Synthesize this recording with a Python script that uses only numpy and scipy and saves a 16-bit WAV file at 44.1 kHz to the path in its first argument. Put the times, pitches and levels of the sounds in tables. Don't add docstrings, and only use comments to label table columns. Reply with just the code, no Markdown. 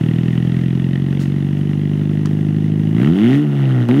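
import sys
import numpy as np
from scipy import signal
from scipy.fft import rfft, irfft
from scipy.io import wavfile
from scipy.ndimage import uniform_filter1d, minimum_filter1d

SR = 44100
rng = np.random.default_rng(int(sys.argv[2]) if len(sys.argv) > 2 else 0)


def dump_mix(stems):
    frames = np.atleast_2d(stems).T
    limited = np.clip(frames, -1, 1)
    pcm = np.round(limited * 32767).astype(np.int16)
    wavfile.write(sys.argv[1], SR, pcm)


N = 176400

# (time [s], firing rate [Hz])
FIRING_RATE = [(0.0, 38.82), (0.17, 40.99), (0.8, 43.86), (1.0, 45.8), (1.75, 49.52), (2.5, 51.44),
               (2.93, 52.61), (3.0, 60.12), (3.1, 81.08), (3.2, 104.01), (3.34, 138.31), (3.42, 150.9),
               (3.5, 142.56), (3.64, 135.31), (3.88, 115.65), (4.0, 150.21)]
# (time [s], boom [dB], bark [dB], rasp [dB])
EXHAUST_LEVELS = [(0.0, -15.5, -20, -36.5), (0.5, -15.5, -22, -37), (1.5, -17.5, -22, -41.5),
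                  (2.3, -17, -20.5, -42.5), (2.92, -16, -19.5, -42.5), (3.03, -14.5, -13, -30),
                  (3.12, -14, -13, -36), (3.18, -35, -11.5, -32), (3.25, -18, -9, -29.5),
                  (3.35, -14.1, -10, -28.5), (3.41, -22.5, -12.5, -38), (3.48, -16, -19.5, -42.5),
                  (3.54, -17, -19.5, -37.5), (3.62, -12.5, -20, -34.5), (3.82, -12.5, -18.5, -36.5),
                  (3.878, -20.6, -22, -40.5), (3.895, -15, -10, -34), (4.0, -18, -9.5, -33)]
# (frequency [Hz], relative gain [dB])
TAILPIPE = [(300, -25), (520, 2), (780, -10), (1100, -9.5), (1420, -0.5), (1620, -7), (1880, 7),
            (2150, 0.5), (2380, -5.5), (2850, 1.5), (3500, -4.5), (4400, -19), (6200, -31), (8000, -34.5),
            (15000, -46.5)]


def firings(max_count=320):
    cylinders = [2.4, -1.3, .5, -1.1]
    start_cycle, jitter_s, size_scatter_db, gas_scatter_db = .64, .00009, .35, 1.6
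    cycles = start_cycle + np.cumsum(curve(FIRING_RATE)) / SR
    number = np.arange(1, int(cycles[-1]) + 1)
    chance = rng.standard_normal((max_count, 3))[:len(number)].T
    times = np.interp(number, cycles, clock()) + jitter_s * chance[0]
    cylinder_db = np.array(cylinders)[number % len(cylinders)] * lumpiness(times)
    sizes = undb(cylinder_db + size_scatter_db * chance[1])
    return number, times, sizes, sizes * undb(gas_scatter_db * chance[2])


def lumpiness(times):
    # (firing rate [Hz], share [0-1])
    imbalance = [(53, 1), (75, .25)]
    rate_hz = np.interp(times, clock(), curve(FIRING_RATE))
    return np.interp(rate_hz, *np.array(imbalance).T)


def pipes(number, times, sizes, crossover_hz=186.4):
    # (frequency [Hz], first bank [dB], second bank [dB])
    resonances = [(30.2, -68.5, -65.5), (58.3, -31.5, -35.5), (80.3, -19.5, -15), (107.6, -5.5, -6.5),
                  (132, -1, 1.5), (203.2, -6, -0.5), (246.6, -10, -4.5), (280, -9, -8), (346.5, -9, -15.5),
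                  (423, -25.5, -33), (485, -31, -42.5), (550, -47, -33.5), (778, -34, -41.5),
                  (1480, -72.5, -83)]
    first_share = .5 + lumpiness(times) * (number % 2 - .5)
    tone = 0
    for bank, share in [(1, first_share), (2, 1 - first_share)]:
        tone -= signal.fftconvolve(pulses(times, sizes * share), response(resonances, column=bank))
    hz = np.arange(N + 1) * SR / (2 * N)
    boom = irfft(rfft(tone, 2 * N) / (1 + (hz / crossover_hz) ** 12))[:N]
    return boom, tone[:N] - boom


def exhaust(number, times, sizes, max_count=320):
    # (time [s], throttle shut [0-1])
    overrun = [(3.4, 0), (3.47, 1), (3.86, 1), (3.89, 0)]
    pipe_delay_s, bank_lag_s = .0005, .00022
    burble_lag_s, burble_jitter_s, burble_db = .001, .00006, .8
    boom_trim_db, bark_trim_db = -.6, -1.46
    arrivals = times + pipe_delay_s + bank_lag_s * lumpiness(times) * (number % 2 == 0)
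    shut = np.interp(arrivals, clock(), curve(overrun))
    chance = rng.standard_normal((max_count, 2))[:len(number)].T
    late_s = shut * (burble_lag_s * (number % 2) + burble_jitter_s * chance[0])
    boom, _ = pipes(number, arrivals, sizes)
    _, bark = pipes(number, arrivals + late_s, sizes * undb(burble_db * shut * chance[1]))
    boom_gain = undb(curve(EXHAUST_LEVELS, column=1) + boom_trim_db)
    bark_gain = undb(curve(EXHAUST_LEVELS, column=2) + bark_trim_db)
    return steady(boom) * boom_gain + steady(bark) * bark_gain


def gas_flow(times, sizes):
    attack_cycles, decay_cycles, floor_db = .03, .135, -22
    cycles = np.interp(clock(), times, np.arange(len(times)))
    age = cycles % 1
    puff = (1 - np.exp(-age / attack_cycles)) * np.exp(-age / decay_cycles)
    return steady(puff * sizes[cycles.astype(int)] + undb(floor_db))


def rasp(times, sizes, flow, front_db=-11, trim_db=-3.5):
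    push = noise() * flow + undb(front_db) * steady(pulses(times, sizes))
    return through(push * undb(curve(EXHAUST_LEVELS, column=3) + trim_db), response(TAILPIPE))


def growl(number, times, sizes, flow, bank_bias_db=3):
    # (time [s], level [dB])
    levels = [(0, -58), (1.5, -52), (2.92, -51.5), (3.03, -32.5), (3.14, -38), (3.3, -33.5), (3.48, -42),
              (3.62, -36.5), (3.83, -35), (3.875, -45), (3.9, -30.5), (4, -35)]
    # (frequency [Hz], relative gain [dB])
    shell = [(250, -24.5), (400, -4.5), (470, 3), (550, -1.5), (640, 0.5), (780, 0), (1050, -8),
             (1420, -1.5), (1700, -10), (3000, -39.5), (9000, -63)]
    ring = response(shell)
    knocks = steady(through(pulses(times, sizes * undb(bank_bias_db * (number % 2))), ring))
    gas = through(noise() * flow, ring)
    return steady(knocks + gas) * undb(curve(levels))


def pops(decay_s=.0013, top_hz=6000):
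    # (time [s], burst level [dB])
    events = [(0.9571, -21.5), (1.127, -28), (1.173, -25.5), (3.075, -28), (3.244, -21), (3.331, -28),
              (3.340, -29), (3.889, -24), (3.9116, -17)]
    bursts = noise() * sum(undb(db) * fade(at_s, decay_s) for at_s, db in events)
    cracks = through(bursts, response(TAILPIPE))
    return signal.sosfilt(signal.butter(2, top_hz, fs=SR, output="sos"), cracks)


def thump(at_s=3.8875, level_db=-17.5, top_hz=870, decay_s=.011):
    band = signal.butter(2, [top_hz / 3, top_hz], "band", fs=SR, output="sos")
    gas = signal.sosfilt(band, noise())
    return gas / gas.std() * undb(level_db) * fade(at_s, decay_s)


def click(at_s=2.2577, level_db=-22, decay_s=.00085, tail_s=.0087, tail_db=-13):
    # (frequency [Hz], relative gain [dB])
    colour = [(400, -5), (800, 1), (1080, 11), (1450, 4), (2500, -2), (5000, -4), (8500, -13.5),
              (15000, -26)]
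    shape = fade(at_s, decay_s) + undb(tail_db) * fade(at_s, tail_s)
    return undb(level_db) * through(noise() * shape, response(colour))


def hiss(at_s=1.19, level_db=-39.5, attack_s=.013, hold_s=.039, decay_s=.028):
    # (frequency [Hz], relative gain [dB])
    colour = [(800, 2.5), (3000, 0), (5500, -3), (9000, -9.5), (15000, -17)]
    age_s = clock() - at_s
    shape = np.clip(age_s / attack_s, 0, 1) * np.exp(-np.maximum(age_s - hold_s, 0) / decay_s)
    return undb(level_db) * through(noise() * shape, response(colour))


def whirr(idle_db=-37, swell_db_per_db=.7, flicker_hz=24.79, flicker_db=.9):
    # (frequency [Hz], relative gain [dB])
    colour = [(25, -1), (50, -20), (120, 7), (400, 11.5), (560, 1), (780, -2), (1100, -7.5), (1450, -11),
              (1650, -7), (1950, -10.5), (2400, -14.5), (2900, -8), (3600, -18.5), (4500, -22.5),
              (6200, -21.5), (7600, -28), (10000, -25), (13000, -31.5), (16000, -33)]
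    rasp_db = curve(EXHAUST_LEVELS, column=3)
    swell_db = swell_db_per_db * np.maximum(rasp_db - np.median(rasp_db), 0)
    hold = int(SR / flicker_hz)
    flicker = uniform_filter1d(noise()[np.arange(N) // hold], hold)
    return through(noise() * undb(idle_db + swell_db + flicker_db * flicker), response(colour))


def reflections(direct, level_db=-19.5, delay_s=.011, t60_s=.083):
    tail = noise() * fade(delay_s, t60_s / np.log(1000))
    return undb(level_db) * through(direct, tail / np.sqrt(np.sum(tail ** 2)))


def undb(db):
    return 10 ** (np.asarray(db) / 20)


def clock():
    return np.arange(N) / SR


def noise():
    return rng.standard_normal(N)


def curve(table, column=1):
    rows = np.array(table, float)
    return np.interp(clock(), rows[:, 0], rows[:, column])


def response(table, column=1, size=8192):
    rows = np.array(table, float)
    hz = np.maximum(np.arange(size // 2 + 1) * SR / size, 1)
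    gain_db = np.interp(np.log(hz), np.log(rows[:, 0]), rows[:, column])
    cepstrum = irfft(np.log(undb(gain_db)))
    cepstrum[1:size // 2] *= 2
    cepstrum[size // 2 + 1:] = 0
    ring = irfft(np.exp(rfft(cepstrum)))
    return ring / np.sqrt(np.sum(ring ** 2))


def through(x, ring):
    return signal.fftconvolve(x, ring)[:N]


def steady(x, size=2600):
    return x / np.sqrt(uniform_filter1d(uniform_filter1d(x ** 2, size), size) + 1e-14)


def fade(start_s, decay_s):
    age_s = clock() - start_s
    return (age_s >= 0) * np.exp(-np.maximum(age_s, 0) / decay_s)


def pulses(times, sizes):
    place = np.clip(times * SR, 0, N - 2)
    whole = place.astype(int)
    part = place - whole
    return np.bincount(whole, sizes * (1 - part), N) + np.bincount(whole + 1, sizes * part, N)


def scene():
    number, times, sizes, gas_sizes = firings()
    flow = gas_flow(times, gas_sizes)
    engine = exhaust(number, times, sizes) + rasp(times, gas_sizes, flow)
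    engine += growl(number, times, sizes, flow) + whirr()
    direct = engine + pops() + thump() + hiss() + click()
    return (direct + reflections(direct))[None]


def record(dry):
    ceiling, window_s, top_hz = .93, .011, 15750
    width = int(window_s * SR)
    needed_gain = ceiling / np.maximum(np.abs(dry), ceiling)
    gain = uniform_filter1d(minimum_filter1d(needed_gain, width), width)
    return signal.sosfilt(signal.ellip(10, .2, 80, top_hz, fs=SR, output="sos"), dry * gain)


dry = scene()
out = record(dry)
dump_mix(out)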